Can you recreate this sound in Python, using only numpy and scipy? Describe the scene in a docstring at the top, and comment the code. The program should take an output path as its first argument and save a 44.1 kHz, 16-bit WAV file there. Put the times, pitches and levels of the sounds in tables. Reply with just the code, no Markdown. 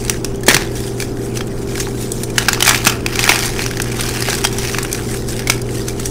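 """Breaking dry chalk

Hands snap and crumble blocks of dry chalk at close range indoors. Each fracture is a decaying burst of noise
with a ringing splinter; the biggest add a low sliding push. Between them many tiny breaks gate a hiss of
crumbs, lumps and powder. A small room answers as decaying noise, a ventilation unit adds wavering tones and a
dull rush, and the loudest cracks are rounded off at full scale."""
import sys
import numpy as np
from scipy import signal
from scipy.fft import rfft, irfft, next_fast_len
from scipy.io import wavfile
from scipy.ndimage import uniform_filter1d

SR = 44100
rng = np.random.default_rng(int(sys.argv[2]) if len(sys.argv) > 2 else 0)


def to_wav(sig):
    """Store sig (one row per channel, or 1-D mono) as 16-bit WAV at the path in sys.argv[1].

    Samples outside -1..1 are clipped; the rate is SR.
    """
    pcm = np.clip(np.atleast_2d(sig), -1, 1) * 32767
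    pcm = np.round(pcm).astype(np.int16)
    wavfile.write(sys.argv[1], SR, pcm.T)  # frames by channels


N = 269362

# noise spectra of lumps, crumbs and powder: f/Hz, relative density level/dB
COARSE = [(350, -50), (750, -0.5), (1000, -6), (1200, -4), (1700, -0.5), (2400, -1.5), (3000, -4.5),
          (4200, -34)]
CRUMB = [(1800, -77), (3200, 1.5), (4100, 1.5), (5000, 3.5), (6300, 1.5), (7400, -10.5), (9500, -10.5)]
POWDER = [(5500, -3), (7800, 1), (10000, -1.5), (11500, -8.5), (13500, -8.5), (15600, -13.5)]


def amp(db):
    """Level in dB to amplitude ratio: 20 dB per factor of ten."""
    return 10 ** (np.asarray(db) / 20)


def unit(x):
    """Normalisation by the mean square: x at rms 1."""
    return x / np.sqrt(np.mean(x ** 2) + 1e-20)


def along(points, hz):
    """Interpolation of (f/Hz, value) points on a logarithmic frequency axis; -120 below the first."""
    f, value = np.transpose(points)
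    return np.interp(np.log(hz + 1), np.log(f + 1), value, left=-120, right=value[-1])


def filtered(x, response):
    """Linear filtering by multiplying the spectrum of x with a response of frequency."""
    size = next_fast_len(N + 8192)
    hz = np.fft.rfftfreq(size, 1 / SR)
    return irfft(rfft(x, size) * response(hz), size)[..., :N]


def noise(spectrum):
    """Spectral shaping of white noise: coloured noise of rms 1."""
    return unit(filtered(rng.standard_normal(N), lambda hz: amp(along(spectrum, hz))))


def place(s, rows):
    """Superposition: each row of samples is summed into the timeline from its start time."""
    first = np.round(np.asarray(s) * SR).astype(int)[:, None]
    at = first + np.arange(rows.shape[1])
    return np.bincount(at.ravel(), rows.ravel(), N + rows.shape[1])[:N]


def cracks(small_fractures):
    """Impulsive energy release: a fracture front sprays broad noise, knocks the block and rings one splinter."""
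    # the clear fractures: t/s, strength/dB, brightness (powder over lumps)/dB, splinter f/Hz, decay scale t60/s
    clear_fractures = [(.049, -5, 0, 8200, 0.015), (.08, -12, 2, 3970, .02),
                       (.0968, 10.5, 4.5, 5840, 0.016), (.2455, -1.5, 4, 5630, 0.022),
                       (.346, -17, 8, 3050, 0.017), (.357, -19, 22, 7050, 0.017),
                       (.407, -20, 18, 7600, .02), (.4329, -13.5, 12, 1740, 0.039),
                       (.465, -7.5, 2, 6640, 0.055), (.4834, 21.5, -2, 1760, 0.024),
                       (.498, -11, -15, 1870, .017), (.5104, 1.5, -10, 3650, 0.023),
                       (.5442, 13, -4, 1890, 0.024), (.566, 7.5, -4, 1780, .02),
                       (.7536, -15, 7, 5770, .031), (1.0011, -2, 4, 2320, 0.017),
                       (1.0226, -7, -2, 2360, 0.03), (1.1702, -16, -11, 1540, .02),
                       (1.3717, -6.5, 1, 6070, 0.032), (1.407, -9.5, -13, 3230, 0.035),
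                       (1.4698, -18.5, 19, 7700, .022), (1.7549, -7, -1, 2220, 0.022),
                       (1.7779, -7, -6, 1600, 0.025), (1.8001, -5, 5, 6270, 0.047),
                       (1.8685, -19, -13, 1430, 0.017), (2.1181, -6.5, 24.5, 9300, 0.022),
                       (2.2334, -7, 12, 9500, 0.034), (2.2998, -16, 15, 2410, .032),
                       (2.381, 11.5, -1, 2900, 0.025), (2.43, -13, 7, 2440, .024),
                       (2.4842, 12, -7.5, 1620, 0.023), (2.489, 2, -5, 1400, .022),
                       (2.531, 6, -2, 7040, 0.017), (2.546, -1, -11, 2560, 0.018),
                       (2.605, 5, -1, 4730, 0.019), (2.6244, 11.5, 0, 3050, 0.024),
                       (2.6498, 3, 9, 6400, .018), (2.662, 3, -5, 2480, .02), (2.6705, 6, 10, 2500, 0.014),
                       (2.6777, 12, -8, 2370, 0.024), (2.6924, 15.5, 1, 2290, 0.018),
                       (2.7091, 3, -16, 1680, 0.02), (2.7317, -8, -1, 2510, .024),
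                       (2.7455, 2.5, -13, 2360, 0.031), (2.85, 4, 6, 1650, .013),
                       (2.8615, -1, 0, 7340, .026), (2.869, 13.5, -5.5, 2560, 0.029),
                       (2.875, 4, -7, 5550, 0.019), (2.8962, 3, -4, 3080, 0.022),
                       (2.922, -5, -10, 2500, .022), (3.006, -12.5, 0, 2500, .015),
                       (3.0628, 4.5, -5, 2500, 0.016), (3.157, -0.5, 0, 2330, 0.019),
                       (3.1916, 3, -7, 2580, 0.031), (3.24, 6, 3, 2350, 0.018),
                       (3.2768, -1.5, -12, 1770, 0.029), (3.2918, 15, -16.5, 976, 0.026),
                       (3.305, 0, -13, 1000, .025), (3.319, -1, -33, 1690, 0.019),
                       (3.3578, 1.5, -2, 1650, .021), (3.39, 1.5, 3, 5700, 0.017),
                       (3.4284, -3, -5, 2310, 0.028), (3.456, -4.5, 14, 9800, .025),
                       (3.5922, -4, -20, 2270, 0.021), (3.6192, -4, -1, 4240, 0.034),
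                       (3.6627, 2, -5, 5740, 0.013), (3.7113, -5, -4, 1570, 0.018),
                       (3.7706, -5, -5, 1770, 0.02), (3.7991, -1, -14, 1540, .026),
                       (3.818, -5.5, 21, 9300, 0.026), (3.9177, -8, -2, 2380, 0.02),
                       (4.0074, -4, 2, 9250, 0.044), (4.0622, -7, 4, 5860, .021),
                       (4.0911, -6, 16, 1670, 0.02), (4.1713, -7, -15, 5850, 0.017),
                       (4.2046, -8, 21, 5000, 0.021), (4.2228, -1, -3, 4900, .024),
                       (4.2856, -2, -15, 1630, 0.023), (4.3056, -3, -4, 3850, 0.026),
                       (4.329, 0, 1, 1600, 0.022), (4.3501, -4.5, 12, 1580, .021),
                       (4.3874, -12, -2, 1520, .022), (4.4412, 0.5, 1, 5700, 0.033),
                       (4.449, 4.5, -4, 3200, 0.036), (4.47, -4, 6, 3870, 0.019),
                       (4.5266, -8, 3, 5740, 0.022), (4.584, -2.5, 9, 5840, 0.018),
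                       (4.7457, -4, -18, 2540, 0.021), (4.785, 5.5, -2, 2420, 0.012),
                       (4.8294, -8.5, 21.5, 7270, 0.021), (4.9163, -7, 11, 2430, .015),
                       (4.9282, 2, 15, 8460, .013), (4.947, -6, -8, 2470, .024),
                       (5.3929, -4, -1, 5100, 0.017), (5.472, -2, -1, 2250, 0.035),
                       (5.4983, 10.5, -1.5, 2210, 0.029), (5.6164, -11, 17, 4840, .022),
                       (5.69, -15, -17, 2170, 0.019), (5.8166, -12, -1, 4800, .022),
                       (5.8825, -7, 10, 6200, .031), (5.9973, -11, 19, 1330, 0.024),
                       (6.0561, -6.5, 9, 5750, 0.041), (6.101, 11, -6, 2410, 0.029)]
    rows = np.vstack([clear_fractures, small_fractures])
    s, db, bright_db, hz, t60 = rows.T[:, :, None]
    start = s[:, 0]
    t = np.arange(SR // 24) / SR
    rise_s = 0.00051 * amp(-.6 * db)  # weak breaks tear slowly, strong ones snap
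    t60 = np.clip(t60, .004, .1)

    def fade(share):
        """Exponential decay after a finite rise; share scales the 60 dB decay time."""
        return amp(db - 60 * t / (share * t60)) * (1 - np.exp(-t / rise_s))

    body = place(start, amp(-13.0) * fade(1.1)) * noise(CRUMB)
    knock = place(start, amp(-11.5 - bright_db / 2) * fade(0.63)) * noise(COARSE)
    spray = place(start, amp(-13.5 + bright_db / 2) * fade(0.9)) * noise(POWDER)
    # porous chalk holds no clean pitch: the phase takes a random walk, 0.025 rad rms per sample
    drift = 0.025 * np.cumsum(rng.standard_normal((len(s), len(t))), axis=1)
    tone = np.sin(2 * np.pi * hz * t + drift)
    # hard breaks are noisier: the ring loses 0.21 dB per dB of strength
    ring = place(start, amp(-9 - 0.21 * db) * fade(0.88) * tone)
    return body + knock + spray + ring


def crackle(crumbs):
    """Random point process: small chance fractures, with strength following the grinding up to a ceiling."""
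    # recurring pitches at which the small breaks ring, as the cupped hands resonate: f/Hz
    splinter_hz = (1530, 2370, 5000, 5840, 9680)
    above_grinding_db, ceiling_db, scatter_db = 19, -15.5, 2
    when, weakness, brightness, pitch, detune = rng.random((300, 5)).T
    db = 20 * np.log10(crumbs[(when * N).astype(int)]) + above_grinding_db
    db = np.minimum(db, ceiling_db) + scatter_db * np.log(weakness + 1e-9)
    bright_db = 30 * (brightness - .5)
    hz = np.take(splinter_hz, (pitch * len(splinter_hz)).astype(int))
    hz = hz * (1 + 0.11 * (detune - .5))
    t60 = np.full(len(hz), .018)
    return np.transpose([when * N / SR, db, bright_db, hz, t60])


def thumps():
    """Damped oscillation: a big break gives a low push that slides down in pitch as the halves part."""
    # jolts of the block against the palms: t/s, initial level/dB, final f/Hz, t60/s
    jolts = np.array([(0.482, 7, 260, 0.039), (0.547, -13, 132, 0.12), (0.566, -12, 600, 0.03),
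                      (1.407, -19, 750, 0.036), (1.869, -17, 805, 0.039), (2.867, -7.5, 165, 0.068),
                      (3.292, -6, 330, 0.05), (4.285, -13, 406, 0.075), (5.496, -14.5, 364, 0.028),
                      (6.1, -11, 460, 0.065)])
    s, db, hz, t60 = jolts.T[:, :, None]
    t = np.arange(SR // 8) / SR
    turns = hz * (t + 0.0035 * (1 - np.exp(-t / 0.0019)))  # starts at 2.8 times the final pitch
    decay = amp(db - 60 * t / np.clip(t60, .005, .2))
    return place(s[:, 0], decay * np.sin(2 * np.pi * turns))


def pressure():
    """Power addition: rubs that swell, hold and ease over a faint trickle set crumb, lump and powder gains."""
    # squeezes and rubs of the palms: t of full pressure/s, swell/s, hold/s, crumb level/dB, brightness/dB
    rubs = np.array([(0.0, .1, .07, -36, 3), (0.11, 0.025, 0.042, -34, 2), (0.25, 0.045, .02, -41, 4),
                     (0.35, .05, 0.036, -48, 3), (0.49, 0.018, 0.037, -18, -10.5),
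                     (0.6, 0.063, 0.021, -31.5, -9), (0.76, 0.061, 0.11, -33, 5.5),
                     (1.009, 0.087, 0.01, -31.5, 4), (1.25, 0.15, 0.012, -36.5, 9),
                     (1.36, 0.044, 0.0085, -32.5, 0), (1.6, 0.18, 0.026, -38.5, 6),
                     (1.7, 0.045, 0.0082, -34, 0), (1.75, 0.08, .02, -40, 5), (1.81, .1, 0.0059, -28, 4),
                     (1.9, 0.045, .03, -41.5, 11), (2.018, 0.092, 0.0067, -30.5, 9),
                     (2.14, 0.03, 0.079, -36, 10), (2.23, 0.14, 0.0061, -38, 8),
                     (2.39, 0.046, 0.019, -25.5, -3), (2.52, 0.097, .02, -28.5, -12),
                     (2.69, 0.077, 0.0069, -16.5, -8.5), (2.75, .05, .01, -24, -6),
                     (2.87, 0.064, .02, -24.5, -5), (3.12, 0.089, .03, -30, -9),
                     (3.2, 0.065, 0.085, -23, -8.5), (3.3, .06, 0.039, -20, -3.5),
                     (3.42, 0.11, 0.048, -25, -2.5), (3.6, 0.21, 0.043, -28.5, -5),
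                     (3.72, 0.12, 0.046, -34.5, -4), (3.85, 0.073, 0.21, -34, -6), (4.0, .1, .2, -27.5, -4),
                     (4.27, 0.21, 0.12, -26.5, -3), (4.45, 0.038, .05, -40, -1),
                     (4.59, .15, 0.077, -27.5, -1), (4.74, 0.26, 0.035, -28, -6),
                     (4.85, .1, 0.03, -33.5, -7), (4.96, 0.11, 0.018, -32, 0),
                     (5.12, 0.22, 0.053, -30.5, 3.5), (5.288, 0.025, 0.0041, -26.5, 3.5),
                     (5.37, 0.047, 0.027, -33, -6), (5.5, 0.069, 0.027, -30, 2),
                     (5.729, 0.095, 0.077, -32.5, 2.5), (5.88, 0.029, 0.0079, -32, 6),
                     (6.0, 0.069, 0.009, -32, 1), (6.055, 0.027, .01, -32, 13)])
    # crumbs, lumps and powder that keep falling between rubs: level/dB
    trickle_db = (-44.5, -42.5, -50)
    swell_db, ease_db_per_s = 16, 153  # rise over the swell time, fall after the hold
    t = np.arange(0, N / SR, .002)
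    s, swell, held, db, bright_db = rubs.T[:, :, None]
    early = np.maximum(s - t, 0) / np.maximum(swell, .01)  # in swell times
    late = np.maximum(t - s - held, 0)
    crumbs_db = db - swell_db * early - ease_db_per_s * late
    lumps_db = crumbs_db - 2 - bright_db / 2
    powder_db = crumbs_db - 0.5 + bright_db / 2
    gains = []
    for layer_db, low_db in zip((crumbs_db, lumps_db, powder_db), trickle_db):
        power = np.sum(amp(layer_db) ** 2, axis=0) + amp(low_db) ** 2
        gains.append(np.interp(np.arange(N) / SR, t, np.sqrt(power)))
    return gains


def patchy(x, depth_db):
    """Time-varying filtering: narrow colours come and go in tens of ms, as cupped hands and loose lumps shift."""
    z = signal.stft(x, nperseg=256)[2]
    field = uniform_filter1d(rng.standard_normal(z.shape), size=3, axis=0)  # smooth across frequency
    field = uniform_filter1d(field, size=9, axis=1)  # smooth along time
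    return unit(signal.istft(z * amp(depth_db * unit(field)), nperseg=256)[1][:N])


def grinding(crumbs, lumps, powder):
    """Amplitude modulation: thousands of unequal tiny breaks gate the rubbing hiss and ring as short ticks."""
    draw = rng.random((3200, 7))
    when = draw[:, 0] * N / SR
    size = amp(np.minimum(-4.5 * np.log(1 - draw[:, 1:2]), 16))  # many small, few large
    t = np.arange(SR // 40) / SR
    shape = amp(-60 * t / 0.007) * (1 - np.exp(-t / 0.00015))
    grit = np.clip(lumps / amp(-34), .35, 1.2)  # a light rub is smooth, a crush is grainy

    def gate(k):
        """Grain statistics: each break reaches this layer up to 16 dB weaker, by draw column k."""
        bursts = unit(place(when, size * amp(-16 * draw[:, k:k + 1]) * shape))
        return unit(1.25 + grit * bursts)

    hiss = 0
    for level, colour, k in ((crumbs, CRUMB, 4), (lumps, COARSE, 5), (powder, POWDER, 6)):
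        hiss = hiss + level * gate(k) * patchy(noise(colour), depth_db=3.0)
    hz = 1500 * 7 ** draw[:, 2:3]
    cycles = 10 + 120 * draw[:, 3:4] ** 3  # cycles per 60 dB of decay
    ring = amp(-60 * t * hz / cycles) * np.sin(2 * np.pi * hz * t)
    ticks = unit(place(when, size * ring))
    return amp(-2.22) * hiss + amp(-10.0) * crumbs * ticks


def room(x):
    """Reverberation: convolution with noise in which each frequency decays at its own speed."""
    # reverberation time of the room: f/Hz, t60/s
    reverberation = [(300, 0.69), (2000, 0.3), (6000, 0.24), (14000, 0.11)]
    hz, t, z = signal.stft(rng.standard_normal(SR // 2), SR, nperseg=256)
    t60 = np.clip(along(reverberation, np.maximum(hz, reverberation[0][0] + 1)), .02, 1)
    tail = signal.istft(z * amp(-60 * t / t60[:, None]), SR, nperseg=256)[1]
    delayed = np.pad(x, (130, 0))  # 3 ms before the first answer
    return signal.fftconvolve(delayed, tail / np.linalg.norm(tail))[:N]


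def ventilation():
    """Narrow-band and broad-band noise: slightly unsteady tones over a dull rush of air."""
    # fan and motor tones: f/Hz, halo half-width/Hz, rms level/dB
    hum = [(27.7, 13, -34.5), (59.2, 8, -38), (120, 3.2, -26.5), (177, 3, -41), (218.4, 6, -34),
           (238, 3.5, -40), (280, 4, -41), (328, 6, -38.5), (351, 5, -35.5), (393.7, 2, -30), (438, 4, -42),
           (473.7, 2.5, -40.5), (507.5, 5, -46)]
    # spectrum of the air rush: f/Hz, relative density level/dB
    air = [(7.1, -35), (12, 5), (69, -2), (121, -2.5), (171, -6), (220, -5.5), (271, -4), (384, -3),
           (624, -16.5), (700, -13.5), (990, -22), (1610, -27), (3000, -70), (3900, -57), (6600, -120)]
    t = np.arange(N) / SR
    total = amp(-25) * noise(air)
    for hz, width_hz, db in hum:
        # a steady core plus narrow noise around it makes the tone waver
        halo = unit(filtered(rng.standard_normal(N), lambda f: 1 / (1 + ((f - hz) / width_hz) ** 4)))
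        core = np.sqrt(2) * np.sin(2 * np.pi * (hz * t + rng.random()))
        total += amp(db) * unit(core + 0.19 * halo)
    return total


def scene():
    """Superposition of the chalk, its room answer and the ventilation."""
    crumbs, lumps, powder = pressure()
    chalk = cracks(crackle(crumbs)) + thumps() + grinding(crumbs, lumps, powder)
    return (chalk + amp(-16.5) * room(chalk) + ventilation())[None]


def record(dry):
    """Saturation and band limiting: peaks near full scale are rounded off, then the top is cut."""
    top_hz = 15650
    clipped = dry / (1 + np.abs(dry) ** 8) ** (1 / 8)
    return filtered(clipped, lambda hz: hz < top_hz)


dry = scene()
out = record(dry)
to_wav(out)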